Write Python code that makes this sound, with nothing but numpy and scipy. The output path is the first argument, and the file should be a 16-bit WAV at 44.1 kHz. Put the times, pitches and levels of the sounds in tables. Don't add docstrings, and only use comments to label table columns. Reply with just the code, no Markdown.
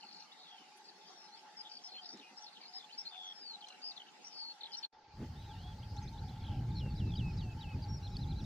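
import sys
import numpy as np
from scipy import signal
from scipy.fft import rfft, irfft, next_fast_len
from scipy.io import wavfile
from scipy.ndimage import uniform_filter1d, map_coordinates

SR = 44100
rng = np.random.default_rng(int(sys.argv[2]) if len(sys.argv) > 2 else 0)


def master(y):
    cut = np.clip(np.atleast_2d(y).T, -1, 1)
    pcm = np.round(cut * 32767)
    wavfile.write(sys.argv[1], SR, pcm.astype(np.int16))


N = 372644
TIME = np.arange(N) / SR
FIRST_ENDS_S, SECOND_BEGINS_S, SECOND_OPEN_S = 4.862, 4.925, 5.2


def amp(db):
    return 10 ** (np.asarray(db) / 20)


def unit(x):
    return x / np.sqrt(np.mean(x ** 2) + 1e-20)


def along(points, hz):
    f, v = np.transpose(points)
    return np.interp(np.log(hz + 1), np.log(f + 1), v)


def curve(rows):
    return np.interp(TIME, *np.transpose(rows))


def wobble(per_s, size=N):
    knots = rng.standard_normal(int(size * per_s / SR) + 4)
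    return map_coordinates(knots, [np.arange(size) * per_s / SR])


def phase_of(hz):
    return 2 * np.pi * np.cumsum(hz) / SR


def filtered(x, response):
    size = next_fast_len(N + SR // 2)
    return irfft(rfft(x, size) * response(np.fft.rfftfreq(size, 1 / SR)), size)[..., :N]


def noise(spectrum):
    return unit(filtered(rng.standard_normal(N), lambda hz: amp(along(spectrum, hz))))


def rush(spectrum, coherence, patchy_db):
    def mid_and_side(hz):
        angle = np.arccos(np.clip(along(coherence, hz), -1, 1)) / 2
        return amp(along(spectrum, hz)) * np.array([np.cos(angle), np.sin(angle)])
    cells = signal.stft(rng.standard_normal((2, N)), nperseg=512)[2]
    patches = uniform_filter1d(rng.standard_normal(cells.shape[1:]), size=4, axis=0)
    patches = unit(uniform_filter1d(patches, size=8, axis=1))
    pair = signal.istft(cells * amp(patchy_db * patches), nperseg=512)[1][:, :N]
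    mid, side = filtered(pair, mid_and_side)
    return unit(np.array([mid + side, mid - side]))


def add(track, start_s, sound):
    part = track[round(start_s * SR):][:len(sound)]
    part += sound[:len(part)]


def scatter(x, t60_s):
    t = np.arange(SR // 2) / SR
    tail = rng.standard_normal((2, len(t))) * amp(-60 * t / t60_s)
    return signal.fftconvolve(x[None], tail / np.linalg.norm(tail[0]), axes=1)[:, :N]


def add_blurred(track, start_s, note, blur):
    direct, echoes = note
    add(track, start_s, np.sqrt(1 - blur) * direct)
    add(track, start_s, np.sqrt(blur) * echoes)


def air():
    # frequency_hz, density_db
    calm_spectrum = [(25, -50), (80, -33), (120, -25.5), (170, -1), (400, -2), (650, -2), (1100, -3),
                     (2200, -4.5), (4500, -6), (6300, -9), (8500, -20), (12000, -28), (15000, -52)]
    open_spectrum = [(100, -2), (600, 2), (1100, -3), (2200, -5.5), (4500, -9.5), (6300, -11.5),
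                     (8500, -21.5), (13700, -30.5), (15500, -25)]
    # frequency_hz, coherence
    calm_coherence = [(130, 0.5), (640, 0.014), (1400, 0.33), (3100, -0.0034), (6800, -0.27), (15000, 0.3)]
    open_coherence = [(300, 0.99), (1200, 0.19), (4000, 0.48), (8000, 0.056), (14500, 0.94)]
    first = amp(-63) * rush(calm_spectrum, calm_coherence, patchy_db=3.5)
    second = amp(-62) * rush(open_spectrum, open_coherence, patchy_db=3)
    return np.where(TIME < FIRST_ENDS_S, first, second)


def far_chorus():
    # frequency_hz, density_db
    spectrum = [(1800, -37), (2600, -19), (3300, -19), (4500, 7), (5500, -2), (6800, -29.5)]
    # time_s, relative_db
    course = [(0, -67), (.9, -66.5), (1.5, -70), (1.95, -65), (2.3, -64), (3.5, -66.5), (4.1, -73),
              (4.85, -70)]
    level_db = np.where(TIME < FIRST_ENDS_S, curve(course) - 4, -71)
    return amp(level_db) * rush(spectrum, coherence=[(4000, 0)], patchy_db=3)


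def far_song(level_db=-72, count=170):
    song = np.zeros(N)
    for when, length, pitch, slope, strength in rng.random((count, 5)):
        hz = 2700 + 2800 * pitch
        turn = 0.305 * (slope - .5)
        contour = glide(0.0151 + .05 * length, hz * (1 + turn), hz, hz * (1 - turn))
        add(song, when * N / SR, syrinx(contour, .5 + strength, rough=0.32))
    return amp(level_db) * unit(scatter(song, t60_s=0.29))


def hiss(level_db=-86):
    # frequency_hz, density_db
    spectrum = [(12500, -45), (13900, -14), (14250, -5), (14700, 7), (15500, -8)]
    return amp(level_db) * noise(spectrum) * (TIME > FIRST_ENDS_S)


def hum(level_db=-69):
    envelope = curve([(.55, 0), (.85, 0.71), (1.25, 0.61), (1.55, 0.19)])
    spectrum = [(120, -36), (200, -1.5), (300, -8.5), (380, 5), (480, -8), (620, -23), (1200, -54)]
    return amp(level_db) * envelope * noise(spectrum)


def drone_voice(resonances, swells, pitch_hz, murmur_db, tone_share=.35):
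    def response(hz):
        return sum(amp(db) / (1 + ((hz - centre) / (0.6 * width)) ** 4)
                   for centre, width, db in resonances)
    power = amp(np.where(TIME < FIRST_ENDS_S, *murmur_db)) ** 2
    for middle_s, length_s, db in swells:
        power += (amp(db) * np.cos(np.pi * np.clip((TIME - middle_s) / length_s, -.5, .5))) ** 2
    coo = np.sin(phase_of(pitch_hz * (1 + .035 * wobble(16))))
    coo = unit(coo * amp(3 * wobble(22)))
    breath = unit(filtered(rng.standard_normal(N), response))
    return np.sqrt(power) * (np.sqrt(tone_share) * coo + np.sqrt(1 - tone_share) * breath)


def drone():
    # centre_hz, width_hz, gain_db
    upper_modes = [(829.3, 45, 0), (881.7, 64, -2.5), (1364, 64, -13.5), (1593, 104, -16)]
    lower_modes = [(748, 53, 0)]
    # middle_s, length_s, level_db
    upper_swells = [(0.05, 0.039, -55.5), (0.208, 0.11, -63), (0.55, 0.058, -59.5), (0.811, 0.049, -62.5),
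                    (1.302, 0.25, -62.5), (1.469, 0.14, -60), (1.63, 0.25, -64.5), (2.423, 0.16, -60.5),
                    (3.56, 0.21, -63), (4.416, 0.11, -62), (4.73, 0.43, -62), (5.517, 0.2, -57.5),
                    (5.839, 0.2, -62), (6, 0.18, -58.5), (6.2, 0.18, -58.5), (6.526, 0.78, -59),
                    (6.905, 0.15, -60.5), (7.322, 0.16, -58.5), (7.643, 0.44, -60.5), (7.884, 0.14, -58.5),
                    (8.21, 0.62, -64.5), (8.39, 0.074, -56.5)]
    lower_swells = [(0.41, 0.085, -66), (0.557, 0.12, -62.5), (1.13, 0.14, -69), (1.971, 0.46, -67),
                    (2.752, 0.15, -63), (3.202, 0.28, -63), (3.757, 0.65, -67.5), (5.632, 0.28, -65.5),
                    (6.291, 0.21, -62.5), (6.55, 0.39, -66), (7.49, 0.11, -63)]
    upper = drone_voice(upper_modes, upper_swells, pitch_hz=855.3, murmur_db=(-67.5, -64.5))
    lower = drone_voice(lower_modes, lower_swells, pitch_hz=749, murmur_db=(-73, -75))
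    return amp(1) * upper + lower


def wind(gain_db=0.5, onset_db_per_s=260, buffet_db=1):
    # time_s, strength_db
    gusts = [(5.2, -46), (5.45, -50), (5.74, -45.5), (5.76, -51), (6.06, -41.5), (6.13, -50.5), (6.22, -41),
             (6.35, -47), (6.65, -37), (6.98, -41), (7.01, -34), (7.16, -40.5), (7.2, -34), (7.33, -43),
             (7.36, -37.5), (7.64, -47.5), (7.68, -42), (7.71, -52), (7.75, -35), (7.88, -45.5),
             (7.91, -37.5), (7.99, -44.5), (8.27, -38.5), (8.45, -41)]
    # frequency_hz, density_db
    spectrum = [(12, -47), (25, -12.5), (45, -1.5), (72, 0.5), (98, 4), (125, 0.5), (160, -4), (250, -14),
                (400, -25), (700, -48.5), (1500, -91)]
    eddies = noise(spectrum)
    running_rms = np.sqrt(np.abs(uniform_filter1d(eddies ** 2, size=SR // 10)))
    rumble = unit(eddies / (running_rms + 0.11))
    fade_db = onset_db_per_s * np.minimum(TIME - gusts[0][0], 0)
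    level_db = curve(gusts) + fade_db + gain_db + buffet_db * wobble(18)
    return (TIME > SECOND_BEGINS_S) * amp(level_db) * rumble


def bumps():
    # start_s, level_db, length_s
    rubs = [(0.03, -65, 0.055), (0.583, -65, 0.054), (2.112, -53.5, 0.076), (2.16, -61, 0.084),
            (2.295, -65, 0.07), (2.917, -70, 0.07), (5.17, -47.5, 0.11), (6.479, -53, 0.075),
            (6.847, -46, 0.035)]
    # frequency_hz, density_db
    spectrum = [(30, -30), (100, -30), (160, -10.5), (215, 7), (300, 0.5), (500, -6), (800, -19.5),
                (2000, -23.5), (8000, -62)]
    envelope = np.zeros(N)
    for start_s, db, length_s in rubs:
        add(envelope, start_s, amp(db) * np.hanning(int(length_s * SR)))
    return envelope * noise(spectrum)


def rustle(start_s=.757, length_s=.04, level_db=-68.5):
    # frequency_hz, density_db
    spectrum = [(3000, -27), (6500, -3), (11000, 7), (13000, -8), (15500, -15)]
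    envelope = np.zeros(N)
    add(envelope, start_s, np.hanning(int(length_s * SR)))
    return amp(level_db) * envelope * np.array([noise(spectrum), noise(spectrum)])


def ticks(crack_t60_s=0.042, attack_s=0.001):
    # start_s, level_db, ring_hz, ring_t60_s, crack_relative_db, crack_cutoff_hz
    events = [(2.172, -51.5, 7140, 0.019, -4, 7500), (3.684, -46.5, 6150, 0.028, -2, 8000),
              (5.965, -45.5, 6000, .019, -9, 7000), (8.1677, -30.5, 4470, 0.017, -28, 12000)]
    out, t = np.zeros((2, N)), np.arange(SR // 10) / SR
    for start_s, db, hz, t60_s, crack_db, cutoff_hz in events:
        ring = np.sin(2 * np.pi * hz * t) * amp(-60 * t / t60_s) * (1 - np.exp(-t / 0.00042))
        envelope = amp(crack_db - 60 * t / crack_t60_s) * (1 - np.exp(-t / attack_s))
        common = rng.standard_normal(len(t))
        soften = signal.butter(4, cutoff_hz, fs=SR, output="sos")
        for ear in out:
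            crack = envelope * (common + 2 * rng.standard_normal(len(t)))
            add(ear, start_s, amp(db) * (ring + signal.sosfilt(soften, crack)))
    return filtered(out, lambda hz: (1j * hz / (1500 + 1j * hz)) ** 2 / (1 + 1j * hz / 9000) ** 2)


def syrinx(hz, gain, rough=0, rasp_hz=600, waver=0.0044, flutter_db=1.66, edge_s=0.0026):
    size = len(hz)
    phase = phase_of(hz * (1 + waver * wobble(303, size)))
    ends = signal.windows.tukey(size, min(1, 2 * edge_s * SR / size))
    sidebands = wobble(rasp_hz, size) + 1j * wobble(rasp_hz, size)
    smear = np.sqrt(1 - rough) + np.sqrt(rough / 2) * sidebands
    flutter = amp(flutter_db * wobble(111.6, size))
    return np.sqrt(2) * gain * ends * flutter * np.imag(smear * np.exp(1j * phase))


def glide(length_s, start_hz, middle_hz, end_hz):
    parabola = np.polyfit([0, .5, 1], [start_hz, middle_hz, end_hz], 2)
    return np.polyval(parabola, np.linspace(0, 1, int(length_s * SR)))


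def bend(length_s, start_hz, end_hz, done_by_middle=0.63):
    return glide(length_s, start_hz, start_hz + done_by_middle * (end_hz - start_hz), end_hz)


def effort(size):
    return amp(np.interp(np.linspace(0, 1, size), [0, .3, .75, 1], [-6, -1, 0, -2]))


def pulses(beat, depth):
    return unit((1 - depth * np.cos(beat / 2) ** 2) ** 2)


def faint_trills(level_db=-72, low_hz=2600, high_hz=5600, count=12):
    rows = []
    for when, length, pitch, slope, rate in rng.random((count, 5)):
        hz = low_hz * (high_hz / low_hz) ** pitch
        start_s, length_s = when * (FIRST_ENDS_S - .2), 0.052 + .09 * length
        rows.append((start_s, length_s, hz * (1 + 0.16 * slope), hz, 35 + 30 * rate, level_db))
    return rows


def wavering():
    # time_s, pitch_hz, level_db
    contour = [(5.348, 3330, -74), (5.385, 3750, -63.5), (5.425, 3970, -66), (5.485, 3740, -64),
               (5.515, 3360, -61), (5.54, 2870, -67), (5.562, 2690, -70), (5.595, 2930, -69),
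               (5.635, 3290, -62.5), (5.71, 3410, -64.5), (5.738, 3130, -67)]
    at, hz, db = np.transpose(contour)
    t = np.arange(at[0], at[-1], 1 / SR)
    smooth_hz = uniform_filter1d(np.interp(t, at, hz), size=SR // 60)
    song = np.zeros(N)
    add(song, at[0], syrinx(smooth_hz, amp(np.interp(t, at, db)), rough=.15, waver=.007))
    return song


def rattle(arches_per_s=103.5, pitch_dip=.2, echo_db=-5):
    # time_s, high_hz, low_hz, level_db
    contour = [(6.397, 4750, 3550, -66), (6.44, 4200, 3430, -56), (6.48, 3750, 3300, -59),
               (6.52, 3400, 3000, -61.5), (6.6, 3040, 2650, -66)]
    at, high_hz, low_hz, db = np.transpose(contour)
    t = np.arange(at[0], at[-1], 1 / SR)
    beats = (t - at[0]) * arches_per_s
    arch = np.abs(np.sin(np.pi * beats))
    top_hz = np.where(beats % 2 < 1, np.interp(t, at, high_hz), np.interp(t, at, low_hz))
    hz = top_hz * (1 - pitch_dip * (1 - arch))
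    song = np.zeros(N)
    add(song, at[0], syrinx(hz, amp(np.interp(t, at, db)) * arch, rough=.06))
    return song + amp(echo_db) * scatter(song, t60_s=0.055)[0]


def rasps(throb_hz=75, depth=0.39):
    # start_s, length_s, start_hz, end_hz, level_db
    notes = [(0.385, .075, 4700, 3900, -61.5), (.45, 0.057, 4200, 4250, -64),
             (0.842, 0.068, 4980, 4360, -58.5), (1.03, 0.16, 5550, 5650, -66),
             (1.342, .06, 4600, 4950, -64), (1.686, 0.089, 5700, 5320, -64),
             (1.818, .07, 5800, 5850, -61.5), (1.925, .05, 3700, 2810, -62),
             (2.03, 0.041, 4250, 3800, -58.5), (2.072, 0.084, 5500, 5350, -55.5),
             (2.179, 0.064, 4430, 2700, -59), (2.528, 0.056, 4710, 3190, -57.5),
             (2.599, 0.057, 2400, 2270, -64), (2.725, 0.088, 4500, 3690, -59),
             (3.118, 0.051, 3500, 2720, -59), (3.848, 0.046, 5090, 5020, -53),
             (3.958, 0.027, 4900, 3510, -51.5), (4.083, 0.018, 3900, 2700, -62),
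             (4.717, 0.042, 5000, 5000, -51), (5.42, 0.045, 3400, 2950, -66),
             (5.885, 0.078, 4600, 4850, -64)]
    song = np.zeros(N)
    for start_s, length_s, start_hz, end_hz, db in notes:
        hz = bend(length_s, start_hz, end_hz)
        beat = phase_of(throb_hz * (1 + 0.22 * wobble(40, len(hz))))
        throb = unit(1 + depth * np.sin(beat))
        add(song, start_s, syrinx(hz, amp(db) * throb * effort(len(hz)), rough=0.84, rasp_hz=1099))
    return song


def trills(slow_fast_hz=(44, 94), uneven=0.114):
    # start_s, length_s, start_hz, end_hz, pulse_rate_hz, level_db
    notes = [(0, .23, 4530, 4360, 54, -58.5), (0.01, 0.039, 2950, 2620, 62, -60),
             (0.106, 0.14, 5180, 5630, 29, -62), (.443, 0.044, 3800, 3390, 64, -59.5),
             (0.996, 0.2, 3480, 3420, 28, -68), (1.689, 0.093, 5020, 4700, 50, -54.5),
             (1.703, 0.19, 3160, 3300, 39, -68), (1.935, 0.039, 2770, 2570, 44, -64),
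             (2.013, 0.063, 4670, 5060, 69, -52.5), (2.221, .1, 2800, 2690, 58, -68),
             (2.455, 0.039, 4850, 4000, 56, -54), (2.608, 0.058, 4760, 4180, 57, -56.5),
             (2.666, .037, 4700, 5000, 80, -54), (2.768, .092, 4300, 3260, 48, -60),
             (2.921, 0.027, 4230, 4510, 65, -47), (3.616, 0.016, 3260, 3240, 66, -52.5),
             (3.668, .082, 3080, 2670, 45, -64), (3.774, 0.2, 2880, 2850, 52, -67.5),
             (3.993, 0.036, 3250, 3050, 70, -54), (4.057, .045, 3210, 2750, 51, -63.5),
             (4.241, 0.044, 5300, 5650, 67, -52.5), (4.674, 0.097, 3530, 2890, 71, -61.5),
             (6.29, 0.093, 3400, 3260, 86, -66), (6.75, 0.042, 4330, 4090, 79, -53.5)]
    song = np.zeros(N)
    for start_s, length_s, start_hz, end_hz, rate_hz, db in notes + faint_trills():
        hz = bend(length_s, start_hz, end_hz)
        depth = np.interp(rate_hz, slow_fast_hz, [0.79, 0.29])
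        sweep = np.interp(rate_hz, slow_fast_hz, [0.0755, 0.017])
        beat = phase_of(rate_hz * (1 + uneven * wobble(33.1, len(hz))))
        blur = np.interp(db, [-64, -47], [0.5, 0.3])
        gain = amp(db) * pulses(beat, depth) * effort(len(hz))
        note = syrinx(hz * (1 + sweep * np.sin(beat)), gain, rough=blur / 2)
        add_blurred(song, start_s, (note, scatter(note, t60_s=0.053)[0]), blur)
    return song


def buzzes():
    # start_s, length_s, start_hz, middle_hz, end_hz, beat_hz, pulse_depth, sweep_share, level_db
    notes = [(3.109, 0.22, 3570, 3424, 3365, 91, 0.6, 0.022, -50),
             (3.428, 0.1, 4760, 4490, 4170, 91, .3, .022, -49.5),
             (3.816, .09, 4500, 4950, 4840, 91, .25, 0.028, -46),
             (4.325, 0.2, 4720, 4430, 4326, 83, .2, .03, -49)]
    song = np.zeros(N)
    for start_s, length_s, *contour_hz, beat_hz, depth, sweep, db in notes:
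        hz = glide(length_s, *contour_hz)
        beat = 2 * np.pi * beat_hz * np.arange(len(hz)) / SR
        rise_db = np.interp(np.linspace(0, 1, len(hz)), [0, 0.34], [-9, 0])
        gain = amp(db + rise_db) * pulses(beat, depth)
        add(song, start_s, syrinx(hz * (1 + sweep * np.sin(beat)), gain, rough=.03, flutter_db=.9))
    return song


def whistles():
    # start_s, length_s, start_hz, middle_hz, end_hz, level_db, rough_share
    notes = [(0.342, 0.12, 3720, 3730, 3820, -66.5, 0.1), (.472, 0.098, 3400, 3290, 3205, -58.5, .08),
             (0.573, 0.032, 3150, 3000, 2840, -62, 0.3), (0.614, 0.032, 3120, 2920, 2800, -63, 0.3),
             (0.661, 0.029, 2930, 2760, 2740, -64.5, 0.2), (1.06, 0.046, 4400, 4940, 5200, -61, 0.1),
             (1.168, 0.1, 5390, 5310, 5180, -60.5, .02), (1.314, 0.042, 4020, 4280, 4580, -60, 0),
             (1.567, 0.053, 5200, 5040, 4960, -48, 0.06), (1.644, 0.034, 3530, 3440, 3380, -53.5, 0.3),
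             (1.837, 0.043, 5380, 5270, 5270, -49, .03), (1.88, 0.026, 4190, 4350, 4630, -54.5, .15),
             (1.915, 0.019, 4300, 4180, 4000, -52, 0.1), (1.93, 0.047, 4260, 4250, 4250, -56, 0),
             (1.977, 0.025, 3160, 3180, 3110, -51.5, 0.03), (2.09, 0.077, 3750, 3740, 3720, -66, .05),
             (2.222, 0.063, 2500, 2490, 2450, -65, .05), (2.273, .045, 2130, 2050, 2030, -66.5, .1),
             (2.367, 0.029, 5100, 5190, 5400, -51.5, .2), (2.407, 0.042, 6200, 5660, 5180, -55, .25),
             (2.734, 0.055, 4910, 5200, 4860, -46, 0.02), (2.977, 0.025, 5100, 5330, 5500, -43, .08),
             (2.999, 0.022, 5100, 5280, 5420, -46.5, .15), (3.051, 0.032, 4120, 4216, 4220, -45.5, 0.17),
             (3.085, 0.02, 4380, 4720, 4500, -51.5, 0.4), (3.529, 0.032, 4140, 4025, 3870, -46.5, 0.06),
             (4.366, 0.075, 5200, 4920, 4550, -50, .01), (4.726, 0.034, 4940, 4170, 4780, -47.5, .3),
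             (4.768, 0.028, 5830, 5460, 5260, -43.5, 0.1), (4.826, 0.028, 4360, 4360, 4120, -41.5, 0.02),
             (5.531, 0.071, 4020, 3600, 4060, -66, .1), (5.578, .065, 4450, 4270, 4200, -68, .4),
             (6.023, 0.023, 6420, 6320, 6150, -62.5, .1), (6.124, .018, 6300, 6200, 6060, -68, 0.06),
             (6.703, .02, 4400, 3900, 3350, -62, .2), (6.755, .06, 5430, 5380, 5270, -66, .2),
             (6.898, .032, 4600, 4420, 4390, -61, .1), (6.957, 0.018, 4620, 4780, 5080, -59, .1),
             (7.153, 0.022, 4520, 4720, 5000, -53, 0.2), (7.25, .14, 5100, 5200, 5350, -68, .4),
             (7.369, .02, 4620, 4780, 5130, -56, 0.25), (7.393, .06, 4520, 4460, 4380, -64, 0),
             (7.589, 0.022, 4520, 4650, 4900, -60, .1), (7.883, 0.079, 5560, 5560, 5600, -56, 0),
             (7.964, 0.027, 5480, 5320, 5000, -56.5, 0), (8, .22, 5850, 5300, 4960, -68.5, .5),
             (8.383, .074, 6150, 5580, 5500, -68.5, .03)]
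    song = np.zeros(N)
    for start_s, length_s, *contour_hz, db, rough in notes:
        hz = glide(length_s, *contour_hz)
        note = syrinx(hz, amp(db) * effort(len(hz)), rough=rough, rasp_hz=903)
        blur = (start_s < FIRST_ENDS_S) * np.interp(db, [-62, -50], [.45, 0])
        add_blurred(song, start_s, (note, scatter(note, t60_s=.12)[0]), blur)
    return song


def syllables():
    # offset_s, pitch_hz, relative_db
    slur = [(0, 3970, 0), (.004, 3936, 0.5), (.015, 3876, -0.5), (.028, 3183, -3.5), (.043, 2790, -4.5),
            (.069, 2660, -8.5), (.128, 2602, -6.5), (.146, 2505, -10)]
    fall = [(0, 6640, -11), (.035, 5800, -9), (.085, 5350, -14), (.115, 5210, -4.5), (.165, 5050, -1),
            (.2, 4830, 1)]
    arch = [(0, 3740, -8.5), (.012, 4026, -8), (.033, 4140, -4.5), (.044, 3750, -2.5), (.054, 3190, -5)]
    pip = [(0, 3450, -3.5), (.013, 4100, 0), (.026, 4430, 2)]
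    peep = [(0, 3250, -6), (.004, 3370, 1), (.009, 3450, -2)]
    chip = [(0, 4334, 2), (.009, 3886, 0), (.018, 3050, -8)]
    # start_s, level_db, pitch_ratio, length_ratio
    slurs = [(6.78, -53, 1.05, 0.83), (6.977, -56, 1.01, .92), (7.171, -50.5, 0.98, 1),
             (7.387, -56.5, 1.003, 1.04), (7.608, -53, 0.98, 0.98)]
    falls = [(3.238, -53.5, 1.005, 1.02), (4.218, -57, 1.02, .75)]
    arches = [(7.819, -49, 1.18, 0.5), (8.027, -49, 1.015, .99), (8.109, -56, 0.97, 1.06),
              (8.189, -52, 1, 1.1), (8.274, -52.5, 1.01, 1.06), (8.358, -52.5, 1, 1.04),
              (8.441, -48, .98, 1.1)]
    pips = [(.313, -60, 0.91, 1), (2.888, -60.5, 0.73, 1.23), (5.783, -62, 1.17, 0.77),
            (5.822, -62, 0.76, 0.7), (5.969, -55, 1, 1), (6.073, -54.5, 0.996, 0.83),
            (6.175, -59, 0.95, 1.04), (6.281, -58.5, 0.95, 0.86)]
    peeps = [(.03, -54.5, 0.87, 0.94), (2.088, -48, 1.4, 1), (2.102, -49, 1.4, 1.2),
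             (2.442, -49, 1.53, 0.89), (3.639, -48.5, 0.93, 1.05), (3.667, -52, 1.22, 1),
             (3.684, -54, 1.22, 1), (3.703, -54, 1.23, 1), (3.721, -57, 1.2, 1), (7.071, -63, 1.23, 1),
             (7.087, -62, 1.1, 1), (7.103, -57, 1.09, 0.8), (7.119, -53, 1.03, 0.94),
             (7.136, -47, 0.99, 0.89), (7.153, -50.5, 0.92, 1), (7.298, -64, 1.22, 1),
             (7.334, -62, 1.27, 1), (7.688, -64, 0.91, 1.1), (7.712, -62, 0.86, 1),
             (7.846, -54, 1.38, 0.94)]
    chips = [(.882, -55, 1.14, 1.1), (3.054, -54, 0.89, 0.63), (3.606, -50, 1.07, 0.98),
             (3.907, -46, 1.1, 1.1), (3.965, -55, 0.98, 1.1), (4.608, -46.5, 1, 1.02), (4.631, -46.5, 1, 1),
             (4.654, -48, 0.96, 1.14), (4.83, -51, 0.84, 0.55), (4.842, -50, 0.94, 0.72)]
    pure = dict(rough=.004, waver=.002, flutter_db=.6)
    husky = dict(rough=.08, waver=.006)
    hoarse = dict(rough=.6, rasp_hz=800)
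    song = np.zeros(N)
    for contour, calls, timbre in [(slur, slurs, pure), (fall, falls, pure), (arch, arches, husky),
                                   (pip, pips, husky), (peep, peeps, husky), (chip, chips, hoarse)]:
        at, hz, relative_db = np.transpose(contour)
        for start_s, db, pitch_ratio, stretch in calls:
            t = np.arange(int(at[-1] * stretch * SR)) / SR / stretch
            gain = amp(db + np.interp(t, at, relative_db))
            add(song, start_s, syrinx(pitch_ratio * np.interp(t, at, hz), gain, **timbre))
    return song


def birds(left_lead_s=.00008, pan_db=1.4):
    song = whistles() + wavering() + trills() + buzzes() + rasps() + rattle() + syllables()
    first, second = song * (TIME < FIRST_ENDS_S), song * (TIME >= FIRST_ENDS_S)
    ears = np.array([[1], [-1]])
    aside = amp(pan_db * ears) * filtered(first, lambda hz: np.exp(1j * np.pi * hz * left_lead_s * ears))
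    ground = amp(-16) * scatter(first, t60_s=0.027)
    ahead = amp(-0.7) * second + amp(-16) * scatter(second, t60_s=0.076)[0]
    echoes = amp(-8) * scatter(first, t60_s=0.096) + amp(-14) * scatter(second, t60_s=0.2)
    return aside + ground + ahead + echoes


def scene():
    hush = air() + far_chorus() + far_song() + hiss()
    dull = filtered(hush, lambda hz: 1 / (1 + (hz / 7000) ** 12))
    fade = amp(curve([(FIRST_ENDS_S, 0), (SECOND_BEGINS_S, -7), (5.1, -4.5), (SECOND_OPEN_S, 0)]))
    treble = curve([(FIRST_ENDS_S, 1), (SECOND_BEGINS_S, 0), (5.1, .05), (SECOND_OPEN_S, 1)])
    background = fade * (dull + treble * (hush - dull))
    return background + birds() + ticks() + rustle() + bumps() + drone() + hum() + wind()


def record(dry, top_hz=15500):
    pause_db = curve([(FIRST_ENDS_S - .004, 0), (FIRST_ENDS_S + 0.024, -38),
                      (SECOND_BEGINS_S - .006, -36), (SECOND_BEGINS_S + 0.0037, 0)])
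    return filtered(dry * amp(pause_db), lambda hz: hz < top_hz)


dry = scene()
out = record(dry)
master(out)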